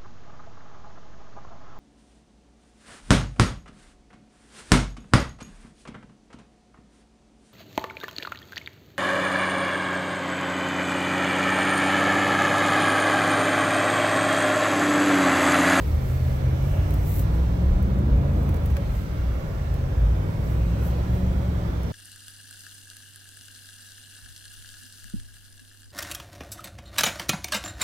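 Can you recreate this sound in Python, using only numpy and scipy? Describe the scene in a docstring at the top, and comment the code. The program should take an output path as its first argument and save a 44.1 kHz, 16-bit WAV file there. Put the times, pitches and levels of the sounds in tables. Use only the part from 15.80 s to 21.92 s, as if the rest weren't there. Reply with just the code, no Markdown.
"""A V8 drones and climbs, heard inside a pickup pulling out of a turn. It eases off at three seconds,
shifts up with a soft knock and pulls again. Eight firings a cycle give the note; uneven banks add boom
and growl. Tyres rumble through the cab and thump over bumps; air hisses steadily. The power steering
whirrs as the wheel slides back through the driver's hand with soft swishes and small ticks."""
import sys
import numpy as np
from scipy import signal
from scipy.fft import rfft, irfft, next_fast_len
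from scipy.io import wavfile
from scipy.ndimage import uniform_filter1d, map_coordinates

SR = 44100
rng = np.random.default_rng(int(sys.argv[2]) if len(sys.argv) > 2 else 0)


def persist_wave(psi):
    """Save psi, clipped to +-1, as 16-bit WAV."""
    counts = np.round(np.clip(psi, -1, 1) * 32767).astype(np.int16)
    wavfile.write(sys.argv[1], SR, np.atleast_2d(counts).T)


N = 269892

# Cab and panel resonances. Each row: centre in Hz, width in Hz, height in dB.
CAB_RESONANCES = [(293, 24, 2), (344, 24, 1), (556, 39, 4.5), (776, 24, 0), (1110, 13, 2), (1383, 47, 3.5),
                  (1680, 42, 3), (2170, 160, 1.5), (2790, 93, 1), (3100, 70, 3), (3480, 280, 2)]
HAND_LEAN_DB = 0.5  # left minus right


def amp(db):
    """Decibels to gain."""
    return 10 ** (np.asarray(db) / 20)


def unit(x):
    """Scale to rms 1."""
    return x / np.sqrt(np.mean(x ** 2) + 1e-20)


def along(points, hz):
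    """Read (Hz, value) points on a log axis."""
    knots_hz, values = np.transpose(points)
    return np.interp(np.log(hz + 1), np.log(knots_hz + 1), values)


def curve(points):
    """Read (seconds, value) points at every sample."""
    return np.interp(np.arange(N) / SR, *np.transpose(points))


def swell_at(mid_s, half_s):
    """Gaussian rise and fall of height 1."""
    return np.exp(-((np.arange(N) / SR - mid_s) / half_s) ** 2)


def bells(modes, hz):
    """Sum of resonance peaks."""
    return sum(height / (1 + (2 * (hz - centre) / width) ** 2) for centre, width, height in modes)


def wobble(rate_hz):
    """Smooth random curve, rate_hz knots a second."""
    coarse = np.arange(0, N + 16, 16)
    knots = rng.standard_normal(int(N * rate_hz / SR) + 4)
    return np.interp(np.arange(N), coarse, map_coordinates(knots, [coarse * rate_hz / SR]))


def filtered(x, response):
    """Apply a gain given as a function of Hz."""
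    size = next_fast_len(N + SR // 2)
    return irfft(rfft(x, size) * response(np.fft.rfftfreq(size, 1 / SR)), size)[..., :N]


def panned(lean_db):
    """Stereo gains for a left-minus-right level."""
    return amp(np.array([[1], [-1]]) * lean_db / 2)


def hiss(spectrum):
    """Coloured noise of rms 1, independent in each channel."""
    return unit(filtered(rng.standard_normal((2, N)), lambda hz: amp(along(spectrum, hz))))


def patchy(depth_db):
    """Two noises whose narrow bands fade in and out, as when moving through standing waves."""
    bands = signal.stft(rng.standard_normal((2, N)), nperseg=2048)[2]
    fading = uniform_filter1d(rng.standard_normal(bands.shape), size=4, axis=1)
    fading = uniform_filter1d(fading, size=18, axis=2)
    return signal.istft(bands * amp(depth_db * unit(fading)), nperseg=2048)[1][:, :N]


def cab_noise(spectrum, patchy_db):
    """Noise filling the cab: bass alike on both sides, treble diffuse; mostly louder on the right."""
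    # Likeness of the sides. Each row: frequency in Hz, left-right correlation.
    likeness = [(60, 0.99), (130, 1), (250, 0.62), (640, 0.76), (1400, 0.14), (3000, -0.033),
                (15000, 0.0034)]
    # Balance. Each row: frequency in Hz, left minus right in dB.
    lean = [(110, 0), (190, 4.5), (330, -3), (700, -3.5), (1300, -4.5), (2400, -5), (4400, -7.5),
            (8100, -6), (14000, 1)]
    left_lag_s = 0.000373
    size = next_fast_len(N)
    hz = np.fft.rfftfreq(size, 1 / SR)
    colour = amp(along(spectrum, hz) + bells(CAB_RESONANCES, hz))
    common, diffuse = rfft(patchy(patchy_db), size) * colour
    spread_rad = np.arccos(np.clip(along(likeness, hz), -1, 1)) / 2
    mid, side = common * np.cos(spread_rad), diffuse * np.sin(spread_rad)
    pair = np.array([(mid + side) * np.exp(-2j * np.pi * hz * left_lag_s), mid - side])
    return unit(irfft(pair * panned(along(lean, hz)), size)[:, :N])


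def air():
    """Steady hiss of moving air."""
    # Each row: frequency in Hz, relative density in dB.
    spectrum = [(500, -12.5), (1200, -0.5), (2000, 0), (3000, -5), (4500, -9), (6200, -10), (6800, -14.5),
                (8000, -13.5), (9200, -19), (11000, -15), (13000, -13.5), (16000, -12)]
    # Each row: time in seconds, level in dB.
    level = [(0, -48), (.7, -47), (1.5, -47.5), (2.3, -50.5), (3.2, -48.5), (4.25, -49.5), (5.1, -47.5),
             (6.12, -48.5)]
    return amp(curve(level)) * cab_noise(spectrum, patchy_db=3.0)


def road():
    """Low rumble through the suspension; tyre roar ringing in the cab."""
    # Each row of both: frequency in Hz, relative density in dB.
    rumble_spectrum = [(18, -12), (27, -10.5), (37, -6.5), (48, -8), (60, 2.5), (80, -7.5), (115, -6.5),
                       (160, -16), (220, -21), (400, -45), (1000, -120)]
    roar_spectrum = [(20, -50), (80, -25), (180, -2), (250, -2), (320, -2.5), (480, -1), (570, -3.5),
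                     (690, -7.5), (1000, -10), (1400, -13.5), (2200, -22.5), (5000, -46), (9000, -90)]
    rough_stretch_db = 3 * swell_at(mid_s=2.22, half_s=0.72)
    rumble = amp(-26 + rough_stretch_db + 0.69 * wobble(4.02)) * cab_noise(rumble_spectrum, patchy_db=0)
    roar = amp(-40 + 1.2 * wobble(8)) * cab_noise(roar_spectrum, patchy_db=2)
    return rumble + roar


def bumps():
    """Each bump swells a low cab resonance for a few cycles."""
    # Each row: start in seconds, peak in dB, frequency in Hz, length in seconds.
    thumps = [(1.855, -16, 37.32, .16), (2.278, -11.5, 57.77, 0.12), (3.043, -18, 53, 0.14),
              (4.159, -14, 53.9, 0.19), (4.841, -19, 62.3, 0.15)]
    out = np.zeros(N)
    for start_s, db, hz, length_s in thumps:
        t = np.arange(N) / SR - start_s
        envelope = np.sin(np.pi * np.clip(t / length_s, 0, 1)) ** 2
        out += amp(db) * envelope * np.sin(2 * np.pi * (hz * t + rng.random()))
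    return out


def steering():
    """Power steering whirrs in three noise bands, swelling as the wheel turns fastest."""
    # Each row: middle in seconds, level in dB, half-length in seconds.
    swells = [(.45, -50, 0.27), (.98, -44, 0.14), (1.4, -57, 0.18)]
    # Each row: centre in Hz, width in Hz, relative amplitude.
    bands = [(610, 130, 0.63), (1670, 130, 0.18), (2730, 450, 0.12)]
    effort = sum(amp(db) * swell_at(mid_s, half_s) for mid_s, db, half_s in swells)
    whirr = filtered(rng.standard_normal((2, N)), lambda hz: bells(bands, hz))
    return effort * unit(whirr)


def hand():
    """Skin slides over the grained rim: a fine gritty swish over a coarser rasp."""
    # Each row: middle in seconds, swish level in dB, half-length in seconds.
    strokes = [(0.055, -51.5, 0.15), (0.298, -50, 0.08), (0.51, -53, 0.14), (.9, -52.5, 0.13),
               (1.16, -52, .1), (1.303, -41.5, 0.056), (1.382, -38.5, 0.048), (1.548, -55, .06),
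               (2.62, -58, 0.12), (3.17, -52.5, .08), (4.7, -54, .08), (5.06, -46.5, .055),
               (5.354, -56, .06)]
    # Each row of both: frequency in Hz, relative density in dB.
    swish_spectrum = [(3000, -70), (8000, -18), (10000, -12.5), (11500, -2.5), (13000, 2.5), (15800, 1.5)]
    rasp_spectrum = [(500, -50), (2500, -1), (5000, -3), (8000, 6.5), (9500, 1.5), (12000, -9),
                     (16000, -25)]
    soft_stroke_db = -55.5
    swish, rasp, out = hiss(swish_spectrum), hiss(rasp_spectrum), np.zeros((2, N))
    for mid_s, db, half_s in strokes:
        rasp_db = soft_stroke_db - 7 + 0.62 * (db - soft_stroke_db)  # grows more slowly than the swish
        out += swell_at(mid_s, half_s) * (amp(db) * swish + amp(rasp_db) * rasp)
    grit = amp(1.4 * wobble(500))
    return out * grit * panned(HAND_LEAN_DB)


def ticks():
    """The wheel's plastic trim snaps: a bright click and a lower body, gone in milliseconds."""
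    # Each row: start in seconds, click level in dB, body relative to click in dB.
    snaps = [(1.106, -36, -6), (1.139, -36, -9), (1.393, -30.5, -12), (2.026, -41.5, -17),
             (2.187, -46, -13), (2.69, -39, -5), (2.742, -40, -3), (2.767, -45, -3), (2.858, -39, -5),
             (2.901, -44, -3), (2.967, -40.5, 5.5), (3.94, -44, -2), (6.031, -43, -16)]
    # Each row of both: frequency in Hz, relative density in dB.
    click_spectrum = [(2000, -70), (6000, -12), (10000, -10), (13000, -3.5), (16000, -1.5)]
    body_spectrum = [(200, -40), (700, 9), (1500, 10.5), (3000, 3), (5000, -3), (7800, -5.5), (10000, -19),
                     (15000, -25)]
    click, body, out = hiss(click_spectrum), hiss(body_spectrum), np.zeros((2, N))
    attack_s, decay_s, tail_s = 0.0007, 0.0031, 0.014
    t = np.arange(SR // 20) / SR
    envelope = (1 - np.exp(-t / attack_s)) * (np.exp(-t / decay_s) + 0.093 * np.exp(-t / tail_s))
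    envelope /= envelope.max()
    faint = [(start_s, -47, -15) for start_s in rng.uniform(2.5, 3.1, size=6)]  # the grip shifts
    for start_s, db, body_db in snaps + faint:
        span = round(start_s * SR) + np.arange(len(t))
        out[:, span] += amp(db) * envelope * (click[:, span] + amp(body_db) * body[:, span])
    return out * panned(HAND_LEAN_DB)


def gear_knock():
    """The upshift rings the cab's lowest panel resonances."""
    panels = unit(filtered(rng.standard_normal(N), lambda hz: bells(CAB_RESONANCES[:3], hz)))
    return amp(-39.5) * swell_at(mid_s=2.99, half_s=0.019) * panels


def engine_order(cycles, order, waver_db, drift_rad):
    """One multiple of the cycle rate, unsteady as combustion varies."""
    phase = 2 * np.pi * (order * cycles + rng.random()) + drift_rad * wobble(12)
    return unit(np.sin(phase) * amp(waver_db * wobble(14)))


def engine():
    """Eight firings a cycle give the note; uneven banks add orders 3 and 5 and a rough growl."""
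    # Each row: time in seconds, four-stroke cycle rate in Hz.
    speed = [(0, 13.5), (.2, 16), (.7, 16.1), (1.08, 18.4), (1.35, 18.7), (1.55, 20.7), (1.9, 22.3),
             (2.1, 25), (2.3, 26.9), (2.7, 28), (3, 22.9), (3.6, 20.2), (3.87, 16.7), (4.05, 16),
             (4.23, 18.3), (4.78, 20.9), (5.55, 23.4), (6.12, 20.7)]
    # The driver lifts off for the upshift and at the end. Each row: time in seconds, load in dB.
    load = [(0, -0.5), (.5, 0), (1.3, 2), (2.1, -1), (2.68, 1), (2.8, -5.5), (3, -3.5), (3.2, -12),
            (3.7, -8), (4.2, -0.5), (4.55, -3), (5.45, 1), (6.12, -5.5)]
    # Cab response to a strong order. Each row: frequency in Hz, level at 0 dB load in dB.
    cab_boom = [(44, -62), (51, -32.5), (62, -26), (80, -27.5), (96, -28), (117, -34.5), (131, -26),
                (147, -35), (188, -31.5), (222, -38.5)]
    # Uneven firing of the banks. Each row: order, relative level in dB.
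    weak_orders = [(4, -4), (6, -4), (7, 0), (9, -15), (10, -10.5), (11, -10.5), (13, -17.5), (16, -13.5)]
    cruise_hz, growl_db_per_octave = 20, 5.5
    cycle_hz, load_db = curve(speed), curve(load)
    cycles = np.cumsum(cycle_hz) / SR

    def strong_order(order, load_share, waver_db, drift_rad):
        level_db = load_share * load_db + along(cab_boom, order * cycle_hz)
        return amp(level_db) * engine_order(cycles, order, waver_db, drift_rad)

    boom = amp(0.5) * strong_order(3, load_share=0.5, waver_db=2.0, drift_rad=0.35)
    drone = strong_order(5, load_share=1, waver_db=1.6, drift_rad=0.23)
    firing = strong_order(8, load_share=1, waver_db=1.9, drift_rad=0.21)
    weak = np.zeros(N)
    for order, db in weak_orders:
        resonance_db = 3.2 * bells(CAB_RESONANCES[:3], order * cycle_hz)
        weak += amp(db + resonance_db) * engine_order(cycles, order, waver_db=2.5, drift_rad=0.62)
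    # Intake and block noise, one puff per firing. Each row: frequency in Hz, relative density in dB.
    puff_spectrum = [(30, -70), (100, -20), (190, 1.5), (245, -0.5), (300, 0.5), (440, -7), (590, -4.5),
                     (760, -9), (950, -11), (1200, -14.5), (1600, -29.5), (4000, -40.5), (9000, -90)]
    puffs = unit(cab_noise(puff_spectrum, patchy_db=2.0) * (1 + 0.3 * np.cos(2 * np.pi * cycles * 8)))
    growl_db = -38.5 + growl_db_per_octave * np.log2(cycle_hz / cruise_hz) + 0.6 * load_db
    return boom + drone + firing + amp(growl_db) * (amp(-1.5) * weak + puffs)


def scene():
    """Everything heard from the driver's seat."""
    return engine() + road() + bumps() + gear_knock() + air() + steering() + hand() + ticks()


def record(dry):
    """Roll off the deepest bass; cut the highest treble."""
    low_hz, top_hz = 18, 15850
    return filtered(dry, lambda hz: (hz < top_hz) * (1 - np.exp(-(hz / low_hz) ** 2)))


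dry = scene()
out = record(dry)
persist_wave(out)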